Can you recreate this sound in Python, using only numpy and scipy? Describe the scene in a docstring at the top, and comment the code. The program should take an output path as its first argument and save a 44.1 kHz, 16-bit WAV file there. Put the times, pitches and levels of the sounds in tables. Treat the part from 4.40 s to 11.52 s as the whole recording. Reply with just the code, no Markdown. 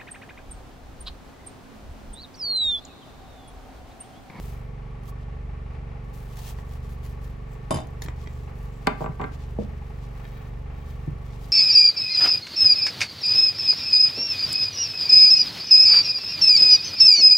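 """A slow machine throbs in a small workshop, beating against a second motor, while a cloth wipes
plastic wall-socket parts in short strokes and a sleeve rustles throughout. The parts click and rasp
under the fingers. A cover plate clatters onto a mat, a socket is knocked onto the wooden bench and
rocks, dull bumps follow and a tin can is lifted. Each blow rings an object's modes with a short
crack; rubbing is fibre hiss and small snags."""
import sys
import numpy as np
from scipy import signal
from scipy.fft import rfft, irfft
from scipy.io import wavfile

SR = 44100
rng = np.random.default_rng(int(sys.argv[2]) if len(sys.argv) > 2 else 0)


def wav_out(sig):
    """Save sig, one row per channel (or a flat mono array), as 16-bit PCM at SR to the path in sys.argv[1]."""
    wavfile.write(sys.argv[1], SR, np.round(np.clip(np.atleast_2d(sig).T, -1, 1) * 32767).astype(np.int16))


N = 313992
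T = np.arange(N) / SR
CUTOFF_HZ = 15900
LEFT_RIGHT = np.array([[1], [-1]])


def from_db(db):
    return 10 ** (np.asarray(db) / 20)


def unit_rms(x):
    return x / np.sqrt(np.mean(x ** 2) + 1e-20)


def in_time(curve):
    return np.interp(T, *np.transpose(curve))


def at_hz(curve, hz):
    """Curve interpolated over log frequency."""
    knots_hz, values = np.transpose(curve)
    return np.interp(np.log(np.maximum(hz, 1)), np.log(knots_hz), values)


def colour(x, spectrum_db):
    size = x.shape[-1]
    return irfft(rfft(x) * from_db(at_hz(spectrum_db, np.fft.rfftfreq(size, 1 / SR))), size)


def drift(rate_hz):
    """Random wander, rms 1."""
    knots = rng.standard_normal(int(rate_hz * N / SR) + 2)
    return unit_rms(np.interp(T * rate_hz, np.arange(len(knots)), knots))


# stereo width: (frequency [Hz], side minus mid [dB])
STEREO_WIDTH = [(60, -24), (120, -15), (220, -9), (400, -2), (700, -1), (1300, -2), (2400, -3), (4500, -5),
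                (9000, -1)]
# stereo balance: (frequency [Hz], left minus right [dB])
STEREO_TILT = [(60, 1.5), (200, -4), (400, -5.5), (680, 6.5), (1250, -2.5), (2300, 2.5), (4400, 4.5),
               (9000, -0.5)]
def spread(pair):
    """Two unrelated signals to left and right: alike in the bass, apart in the treble."""
    size = pair.shape[-1]
    hz = np.fft.rfftfreq(size, 1 / SR)
    mid, side = rfft(pair)
    width = from_db(at_hz(STEREO_WIDTH, hz))
    balance = from_db(LEFT_RIGHT * at_hz(STEREO_TILT, hz) / 2)
    return irfft((mid + LEFT_RIGHT * width * side) / np.sqrt(1 + width ** 2) * balance, size)


# shaft speed: (time [s], speed [turns/s])
SHAFT_SPEED = [(0, 23.78), (1.8, 23.79), (2.6, 23.83), (5.6, 23.82), (6.5, 23.77)]
def shaft_turns():
    return np.cumsum(in_time(SHAFT_SPEED)) / SR


# hum harmonics: (order [x shaft speed], left level [dB], right level [dB])
HUM_ORDERS = [(1, -48, -48), (2, -39, -38), (3, -45, -44), (4, -59, -56), (5, -43, -41), (6, -49, -45),
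              (7, -58, -51), (8, -61, -57), (9, -56, -52), (12, -60, -57), (15, -62, -78), (16, -65, -60),
              (17, -64, -66), (18, -63, -67), (19, -68, -54.5), (21, -66, -63), (22, -65, -72),
              (24, -64, -68), (26, -66, -72), (27, -67, -77), (29, -67, -76)]
def machine_hum(gain_db, waver_db, motor_db, beat_hz, dip_s):
    """One push per turn; the room scatters high orders. A second motor beats with the third order."""
    angle = 2 * np.pi * shaft_turns()
    hum = np.zeros((2, N))
    for order, left_db, right_db in HUM_ORDERS:
        scattered = order > 9
        phase = (rng.uniform(0, 2 * np.pi) + .6 * LEFT_RIGHT) * scattered + np.pi * (order == 1)
        gain = from_db(gain_db + waver_db * (2.5 + scattered) * drift(8))
        hum += from_db([[left_db], [right_db]]) * gain * np.cos(order * angle + phase)
    second_motor = from_db(motor_db) * np.cos(3 * angle - 2 * np.pi * beat_hz * (T - dip_s))
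    return hum - second_motor


# casing resonances: (frequency [Hz], bandwidth [Hz], level [dB])
CASING_BANDS = [(435, 75, -60.5), (835, 60, -64), (1133, 60, -62.5), (1785, 25, -70), (2170, 80, -76)]
def machine_casing(gain_db, uneven_db):
    """Each turn knocks the casing unevenly; a steady rush keeps it ringing in between."""
    turns = shaft_turns()
    ring = 0
    for hz, width_hz, db in CASING_BANDS:
        pulses = np.diff(np.floor(turns + rng.random((2, 1))), prepend=0)
        knocks = unit_rms(pulses * from_db(uneven_db * drift(24)))
        rush = rng.standard_normal((2, N))
        band = signal.butter(2, [hz - width_hz / 2, hz + width_hz / 2], "band", fs=SR, output="sos")
        ring += from_db(db + gain_db) * unit_rms(signal.sosfilt(band, knocks + rush))
    return spread(ring)


# rattle spectrum: (frequency [Hz], density [dB/Hz])
RATTLE_SPECTRUM = [(150, -105), (310, -90), (480, -84), (590, -88), (740, -83), (940, -89), (1200, -86.5),
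                   (1550, -93), (2300, -93.5), (3500, -108), (7000, -122), (15000, -140)]
def machine_rattle(uneven_db, t60_s):
    """Loose parts shake once a turn; the room smears the shakes into a rough murmur."""
    shakes = np.diff(np.floor(shaft_turns()), prepend=-1) * from_db(uneven_db * drift(24))
    t = np.arange(SR // 3) / SR
    echoes = rng.standard_normal((2, len(t))) * from_db(-60 * t / t60_s)
    murmur = unit_rms(signal.fftconvolve(shakes[None], echoes, axes=1)[:, :N])
    return np.sqrt(SR / 2) * colour(spread(murmur), RATTLE_SPECTRUM)


# room noise spectrum: (frequency [Hz], level [dB])
AIR_SPECTRUM = [(22, -100), (48, -56.5), (80, -69), (140, -72), (250, -82.5), (330, -102.5), (430, -82),
                (620, -86.5), (1000, -85), (1450, -91.5), (2200, -91.5), (3200, -99.5), (6500, -110),
                (11000, -117), (15000, -126)]
def room_noise(gain_db):
    """Steady rush of air and machinery."""
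    return from_db(gain_db) * np.sqrt(SR / 2) * colour(spread(rng.standard_normal((2, N))), AIR_SPECTRUM)


def stroke_power(peak_s, length_s, db, rise):
    """Lopsided bell: swells over the share `rise` of the length, fades over the rest."""
    offset = (T - peak_s) / (length_s * np.where(T < peak_s, rise, 1 - rise))
    return from_db(db) ** 2 * np.exp(-2 * np.minimum(offset ** 2, 20))


def snags(rate_hz, spread_db):
    """Random catches between surfaces, mostly small; two signals, rms 1."""
    catches = rng.random(N) < rate_hz / SR
    sizes = from_db(spread_db * np.minimum(rng.exponential(1, N), 3))
    return unit_rms(catches * sizes * rng.choice([-1, 1], (2, N)))


# fleece sleeve rustle: (time [s], level [dB])
SLEEVE_LEVEL = [(0, -75), (0.38, -76), (1.05, -90), (1.55, -82), (1.66, -68), (2.75, -66), (3.0, -72),
                (3.4, -66), (3.75, -68), (3.95, -61), (4.15, -65), (4.5, -64), (4.75, -66), (4.95, -63),
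                (5.15, -64), (5.3, -68), (5.5, -64), (5.68, -64), (5.8, -60), (6.07, -63), (6.29, -74),
                (6.5, -58), (6.62, -63.5), (6.78, -68), (6.95, -60.5), (7.12, -57.5)]
# strokes, bright cloth wipes and dull sleeve or hand brushes: (peak time [s], length [s], level [dB], treble
# gain [dB], rise [share of length])
CLOTH_STROKES = [(0.045, 0.27, -54.5, 7.5, 0.49), (0.66, 0.051, -63, 1, .7), (0.694, 0.052, -55.5, 9, 0.71),
                 (0.826, 0.058, -62, -9, 0.73), (1.342, 0.064, -64, -8, 0.45), (1.47, 0.047, -79, -9, 0.44),
                 (1.734, 0.16, -61, 11.5, .03), (1.82, 0.13, -62, 2, .4), (1.935, 0.075, -55, 4, 0.69),
                 (1.991, 0.11, -47.5, 4.5, 0.28), (2.095, 0.094, -44, 5.5, 0.67),
                 (2.203, 0.069, -55, 1, 0.69), (2.34, 0.13, -57, 4.5, 0.65), (2.441, 0.052, -57, 0, .3),
                 (2.527, 0.087, -59, 8.5, 0.7), (2.66, 0.1, -56, 6, 0.32), (2.85, 0.11, -61.5, 7, .4),
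                 (3.14, 0.069, -64, 7, 0.6), (3.645, 0.039, -47, 7, 0.65), (3.82, 0.077, -53.5, -4, 0.54),
                 (4.25, 0.11, -64, 9.5, 0.81), (4.622, 0.057, -50.5, 0, 0.63),
                 (4.943, 0.043, -51, -9, 0.59), (5.03, 0.075, -54, -15, .62),
                 (5.235, 0.068, -55, -11, 0.74), (5.643, .06, -56.5, -13, 0.63),
                 (6.376, 0.064, -63, -1, .3), (6.93, 0.1, -55, -13, .5), (7.048, 0.063, -55.5, 6, 0.66)]
# rubbing spectrum: (frequency [Hz], level [dB])
CLOTH_SPECTRUM = [(60, -25), (300, -48), (700, 16.5), (1500, 0.5), (3000, 5), (6500, 0.5), (10000, -5.5),
                  (15000, -4)]
def cloth_and_sleeve(folds_hz, folds_db, sleeve_treble_db, grain_db, snag_db):
    """Fibres hiss as they slide and crinkle as they snag; wipes and brushes stand out from the sleeve's rustle."""
    power = from_db(in_time(SLEEVE_LEVEL) + folds_db * drift(folds_hz)) ** 2
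    treble_power = power * from_db(sleeve_treble_db) ** 2
    for peak_s, length_s, db, treble_db, rise in CLOTH_STROKES:
        swell = stroke_power(peak_s, length_s, db, rise)
        power += swell
        treble_power += swell * from_db(treble_db) ** 2
    sliding = rng.standard_normal((2, N)) * from_db(grain_db * drift(220))
    crinkle = from_db(snag_db) * snags(rate_hz=450, spread_db=4.5)
    hiss = unit_rms(colour(spread(sliding + crinkle), CLOTH_SPECTRUM))
    treble = signal.sosfiltfilt(signal.butter(2, 8500, "high", fs=SR, output="sos"), hiss)
    return np.sqrt(power) * (hiss - treble) + np.sqrt(treble_power) * treble


def blow_response(modes, crack, crack_db, crack_t60_s):
    """Decaying modes plus a noise crack; stereo, rms 1 over the first 10 ms."""
    t, head = np.arange(8192) / SR, SR // 100
    ring = 0
    for k, (hz, db, t60_s, pan_db) in enumerate(modes):
        stereo_phase = np.arctan(from_db(at_hz(STEREO_WIDTH, hz))) * (-1) ** k
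        swing = np.sin(2 * np.pi * hz * t + LEFT_RIGHT * stereo_phase) * (-1) ** (k // 2)
        ring += from_db(db + LEFT_RIGHT * pan_db / 2 - 60 * t / t60_s) * swing
    ring *= 1 - np.exp(-t / .0003)
    burst = colour(spread(rng.standard_normal((2, len(t)))), crack) * from_db(-60 * t / crack_t60_s)
    blow = ring / ring[:, :head].std() + from_db(crack_db) * burst / burst[:, :head].std()
    return blow / blow[:, :head].std()


def strike(hits, modes, crack, crack_db, crack_t60_s, vary_db, detune, order=2):
    """Each contact spot reweights and detunes the modes; soft contacts are low-passed."""
    out = np.zeros((2, N + SR))
    for time_s, db, cutoff_hz in hits:
        scatter = rng.standard_normal((len(modes), 2))
        spot_modes = [(hz * (1 + detune * u), mode_db + vary_db * v, t60_s, pan_db)
                      for (hz, mode_db, t60_s, pan_db), (u, v) in zip(modes, scatter)]
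        contact = signal.butter(order, cutoff_hz, fs=SR, output="sos")
        blow = signal.sosfilt(contact, blow_response(spot_modes, crack, crack_db, crack_t60_s) + 1e-18)
        start = int(time_s * SR)
        out[:, start:start + blow.shape[1]] += from_db(db) * blow
    # small objects radiate no deep bass
    return signal.sosfilt(signal.butter(2, 80, "high", fs=SR, output="sos"), out[:, :N] + 1e-18)


# finger contacts: (time [s], level [dB], cutoff [Hz])
CLICK_HITS = [(.634, -58.5, 12000), (1.970, -45, 11100), (1.991, -47, 15000), (2.187, -39, 2400),
              (2.652, -50, 15000), (2.662, -50.5, 13000), (2.8435, -54, 15000), (3.470, -55, 15000),
              (3.6205, -31.5, 9100), (3.648, -50, 16000), (3.6605, -36, 3500), (3.6845, -27, 1900),
              (3.861, -44, 2400), (3.873, -34.5, 2380), (6.473, -68, 15000), (7.0435, -47, 6000)]
# small plastic parts: (frequency [Hz], level [dB], t60 [s], left minus right [dB])
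PART_MODES = [(930, 3, 0.014, 0), (1907, 4, 0.02, 1), (2370, -5, .02, 0), (3260, -4, 0.03, 0),
              (4000, -9, 0.059, 2), (4400, 1, 0.02, -1), (5200, -4, 0.042, 4), (5850, -5, 0.031, 2),
              (7030, 0.5, 0.028, 0), (10370, 2.5, .02, 0), (11100, 7, 0.014, 0)]
# light contact noise: (frequency [Hz], level [dB])
LIGHT_CRACK = [(200, 27.5), (2000, -12), (6500, 8), (9000, -38), (15000, 14.5)]
def plastic_clicks():
    """Plastic parts click under the fingers."""
    return strike(CLICK_HITS, PART_MODES, LIGHT_CRACK, crack_db=2, crack_t60_s=.03, vary_db=2, detune=.04)


def scrape(strokes, modes, snag_rate_hz, snag_spread_db):
    """Skin catches and slips: a dry rasp coloured by the object's modes."""
    response = blow_response(modes, LIGHT_CRACK, crack_db=-1, crack_t60_s=.01)
    rasp = signal.fftconvolve(snags(snag_rate_hz, snag_spread_db)[:1], response, axes=1)[:, :N]
    return unit_rms(rasp) * np.sqrt(sum(stroke_power(*stroke) for stroke in strokes))


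# fingertip slides: (peak time [s], length [s], level [dB], rise [share of length])
SHELL_STROKES = [(3.13, 0.091, -66, 0.54), (3.646, 0.069, -58, .2), (3.93, .2, -67, 0.51),
                 (4.35, 0.11, -68, 0.46), (4.635, .08, -62, 0.35), (4.82, .05, -63, 0.36)]
# plastic shell: (frequency [Hz], level [dB], t60 [s], left minus right [dB])
SHELL_MODES = [(6700, -3, .008, 2), (7570, 0, .012, 3)]
def shell_scrapes():
    """Fingertips slide over the plastic shells with a fine, high rasp."""
    return scrape(SHELL_STROKES, SHELL_MODES, snag_rate_hz=900, snag_spread_db=3.5)


# edge landings: (time [s], level [dB], cutoff [Hz], loss per rebound [dB])
PLATE_LANDINGS = [(3.3076, -20.5, 14000, 8), (3.3125, -20.5, 2200, 31), (3.343, -25, 15000, 6),
                  (3.37, -28.5, 6960, 4.5)]
# cover plate: (frequency [Hz], level [dB], t60 [s], left minus right [dB])
PLATE_MODES = [(312, 5.5, 0.083, 1), (466, 3, 0.049, 3), (525, -9, 0.077, 9), (633, 10.5, 0.045, 1),
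               (742, 8, 0.035, -1), (850, 5.5, 0.023, -16), (1086, 7.5, 0.051, -4), (2100, -7, .035, 0),
               (2450, -14, 0.025, 1), (2710, -14.5, .06, -4), (3064, -10, 0.15, 2), (3644, -7, 0.096, 2),
               (4930, -6.5, 0.1, 4), (5350, -13, 0.069, 2), (6100, -10, 0.045, 4), (6500, -6, .035, 1),
               (7000, -10, 0.08, -2), (7680, -6, 0.077, 1), (8430, -20, .05, 2), (10000, -18, 0.039, -3),
               (9920, -1, 0.053, 0), (11070, -6, 0.047, 1)]
# plate contact noise: (frequency [Hz], level [dB])
PLATE_CRACK = [(40, -11), (100, 22.5), (300, 3), (600, 3.5), (1000, -7), (1600, -12.5), (4200, -16.5),
               (7500, -29), (11000, -25), (12500, -30), (15000, -29)]
def plate_clatter(rebound_s, contacts):
    """Each edge lands on the mat and chatters in evenly spaced, weakening rebounds."""
    hits = [(time_s + k * rebound_s, db - k * loss_db, cutoff_hz)
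            for time_s, db, cutoff_hz, loss_db in PLATE_LANDINGS for k in range(contacts)]
    return strike(hits, PLATE_MODES, PLATE_CRACK, crack_db=-.5, crack_t60_s=.1, vary_db=2, detune=.008)


# soft contacts: (time [s], level [dB], cutoff [Hz])
THUD_HITS = [(3.317, -28, 201), (3.349, -21.5, 200), (3.65, -38, 576), (4.687, -24.5, 298),
             (6.674, -21, 316), (6.716, -28.5, 170)]
# bench top, low modes: (frequency [Hz], level [dB], t60 [s], left minus right [dB])
THUD_MODES = [(88, 4, 0.052, -1), (131, -1, 0.078, -2), (169, 1, 0.07, -5), (334, 2.5, 0.022, 0)]
# bench contact noise: (frequency [Hz], level [dB])
BENCH_CRACK = [(40, -30), (130, 15), (1000, 0.5), (2300, -0.5), (3500, -4.5), (4500, -3.5), (5400, -21),
               (8000, -16), (15000, -16)]
def bench_thuds():
    """Hand and parts land softly on the bench top."""
    return strike(THUD_HITS, THUD_MODES, BENCH_CRACK,
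                  crack_db=-10, crack_t60_s=.03, vary_db=.6, detune=.004, order=3)


# socket contacts: (time [s], level [dB], cutoff [Hz])
SOCKET_HITS = [(4.464, -36, 1400), (4.4702, -15, 6500), (4.475, -21.5, 1400), (4.619, -22, 550),
               (4.641, -26.5, 1570), (4.660, -27, 1390), (4.676, -31, 600), (4.7945, -37, 1500),
               (4.8135, -31, 4000), (4.8395, -31, 2800)]
# socket on bench: (frequency [Hz], level [dB], t60 [s], left minus right [dB])
BENCH_MODES = [(170, 9.5, 0.045, -3.5), (228, -3, 0.077, -6), (375, -2, 0.058, -3), (422, 3.5, 0.093, -3.5),
               (630, 7.5, 0.032, 1), (775, 9.5, 0.052, -13), (955, 7.5, 0.017, -18),
               (1003, 4.5, 0.063, 1.5), (1168, 8.5, 0.061, -1.5), (1370, 0, .028, 5), (1572, 0.5, 0.08, 1),
               (2020, -1, 0.032, -2), (2144, 0, 0.031, 16), (2500, 5, .022, -3), (3000, -6, 0.018, 9),
               (3600, -4, 0.042, 2), (4220, -9, 0.014, 5), (6500, -3, 0.015, 5), (8000, 2, 0.015, -2),
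               (9600, -14, .014, 0), (11600, 5, 0.021, 0)]
def socket_knocks():
    """The socket is knocked onto the wood, which rings briefly."""
    return strike(SOCKET_HITS, BENCH_MODES, BENCH_CRACK,
                  crack_db=-5, crack_t60_s=.022, vary_db=1, detune=.003)


# judder runs: (start [s], length [s], level [dB], cutoff [Hz])
ROCKING_RUNS = [(4.604, .033, -34.5, 900), (4.795, .066, -31.5, 1500)]
def socket_rocking(period_s, jitter_s, uneven_db, fade_db, max_touches):
    """The rim taps the bench at a nearly steady rate, fading as the socket is held or settles."""
    hits = []
    for start_s, length_s, db, cutoff_hz in ROCKING_RUNS:
        for k, (u, v) in enumerate(rng.standard_normal((max_touches, 2))):
            elapsed_s = k * period_s
            if elapsed_s < length_s:
                touch_db = db + uneven_db * v - fade_db * (elapsed_s / length_s) ** 2
                hits.append((start_s + elapsed_s + jitter_s * u, touch_db, cutoff_hz))
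    return strike(hits, BENCH_MODES, BENCH_CRACK,
                  crack_db=-5, crack_t60_s=.03, vary_db=1.5, detune=.01, order=3)


# dull contacts: (time [s], level [dB], cutoff [Hz])
BUMP_HITS = [(5.1845, -21.5, 800), (5.219, -28.5, 510)]
# hollow object: (frequency [Hz], level [dB], t60 [s], left minus right [dB])
HOLLOW_MODES = [(212, 10, 0.12, -8.5), (330, -6, 0.05, 14), (473, 4.5, 0.15, 6), (573, -3, 0.088, 8),
                (665, 0.5, .07, 9), (800, 12.5, 0.014, -9)]
def hollow_bumps():
    """Something hollow is bumped and rings low."""
    return strike(BUMP_HITS, HOLLOW_MODES, BENCH_CRACK,
                  crack_db=-10, crack_t60_s=.03, vary_db=.6, detune=.004, order=5)


# taps on the can: (time [s], level [dB], cutoff [Hz])
CAN_HITS = [(5.843, -52, 4000), (5.852, -45, 3400), (5.968, -56, 4000)]
# can slides: (peak time [s], length [s], level [dB], rise [share of length])
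CAN_STROKES = [(5.91, .22, -55, .4), (6.48, .25, -61, .5)]
# can wall: (frequency [Hz], level [dB], t60 [s], left minus right [dB])
CAN_MODES = [(860, -4, .025, 0), (1450, -6, .025, 2), (1770, -2, .028, 2), (2180, -5, .022, -1),
             (2430, -2, .022, 2), (3200, -5, .02, 1), (3840, -3, .02, 2), (4450, -7, .02, 0)]
def tin_can():
    """The can is tapped as it is lifted and drags through the fingers."""
    taps = strike(CAN_HITS, CAN_MODES, LIGHT_CRACK, crack_db=-5, crack_t60_s=.02, vary_db=1.5, detune=.004)
    return taps + scrape(CAN_STROKES, CAN_MODES, snag_rate_hz=360, snag_spread_db=4.5)


def board_dispersion(x, lag_scale_s):
    """Bending waves run slower at low pitch, so a blow arrives as a falling chirp."""
    hz = np.fft.rfftfreq(N, 1 / SR)
    lag_cycles = lag_scale_s * (2 * np.sqrt(1000 * hz) - hz * np.sqrt(1000 / CUTOFF_HZ))
    return irfft(rfft(x) * np.exp(-2j * np.pi * lag_cycles), N)


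# room echo spectrum: (frequency [Hz], level [dB])
ECHO_SPECTRUM = [(40, -20), (130, -7), (400, -2.5), (1200, -1.5), (2200, -1.5), (4500, -12.5), (15000, -15)]
def workshop_echo(x, wet_db, t60_s):
    """Direct sound plus the diffuse echo of a small cluttered room."""
    t = np.arange(SR // 2) / SR
    envelope = from_db(-60 * t / t60_s) * (1 - np.exp(-t / .0014)) / np.sqrt(SR * t60_s / 20)
    tail = colour(spread(rng.standard_normal((2, len(t)))), ECHO_SPECTRUM) * envelope
    return x + from_db(wet_db) * signal.fftconvolve(x, tail, axes=1)[:, :N]


def scene():
    """Parts, can and cloth close by, over the hum and rush of the workshop."""
    plate = plate_clatter(rebound_s=.016, contacts=5)
    socket = socket_knocks()
    socket += socket_rocking(period_s=.006, jitter_s=.001, uneven_db=5.5, fade_db=13, max_touches=13)
    bench = board_dispersion(socket + hollow_bumps() + bench_thuds(), lag_scale_s=.0015)
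    contacts = plate + bench + plastic_clicks() + tin_can() + shell_scrapes()
    handling = workshop_echo(contacts, wet_db=-4.5, t60_s=.32)
    cloth = cloth_and_sleeve(folds_hz=57, folds_db=1.6, sleeve_treble_db=2, grain_db=1.5, snag_db=-4)
    machine = machine_hum(gain_db=3, waver_db=.33, motor_db=-39, beat_hz=.747, dip_s=.49)
    machine += machine_casing(gain_db=2, uneven_db=5)
    machine += machine_rattle(uneven_db=2.5, t60_s=.48)
    return handling + cloth + machine + room_noise(gain_db=-1)


def record(dry):
    """Steep low-pass."""
    return signal.sosfilt(signal.ellip(10, .1, 80, CUTOFF_HZ, fs=SR, output="sos"), dry)


dry = scene()
out = record(dry)
wav_out(out)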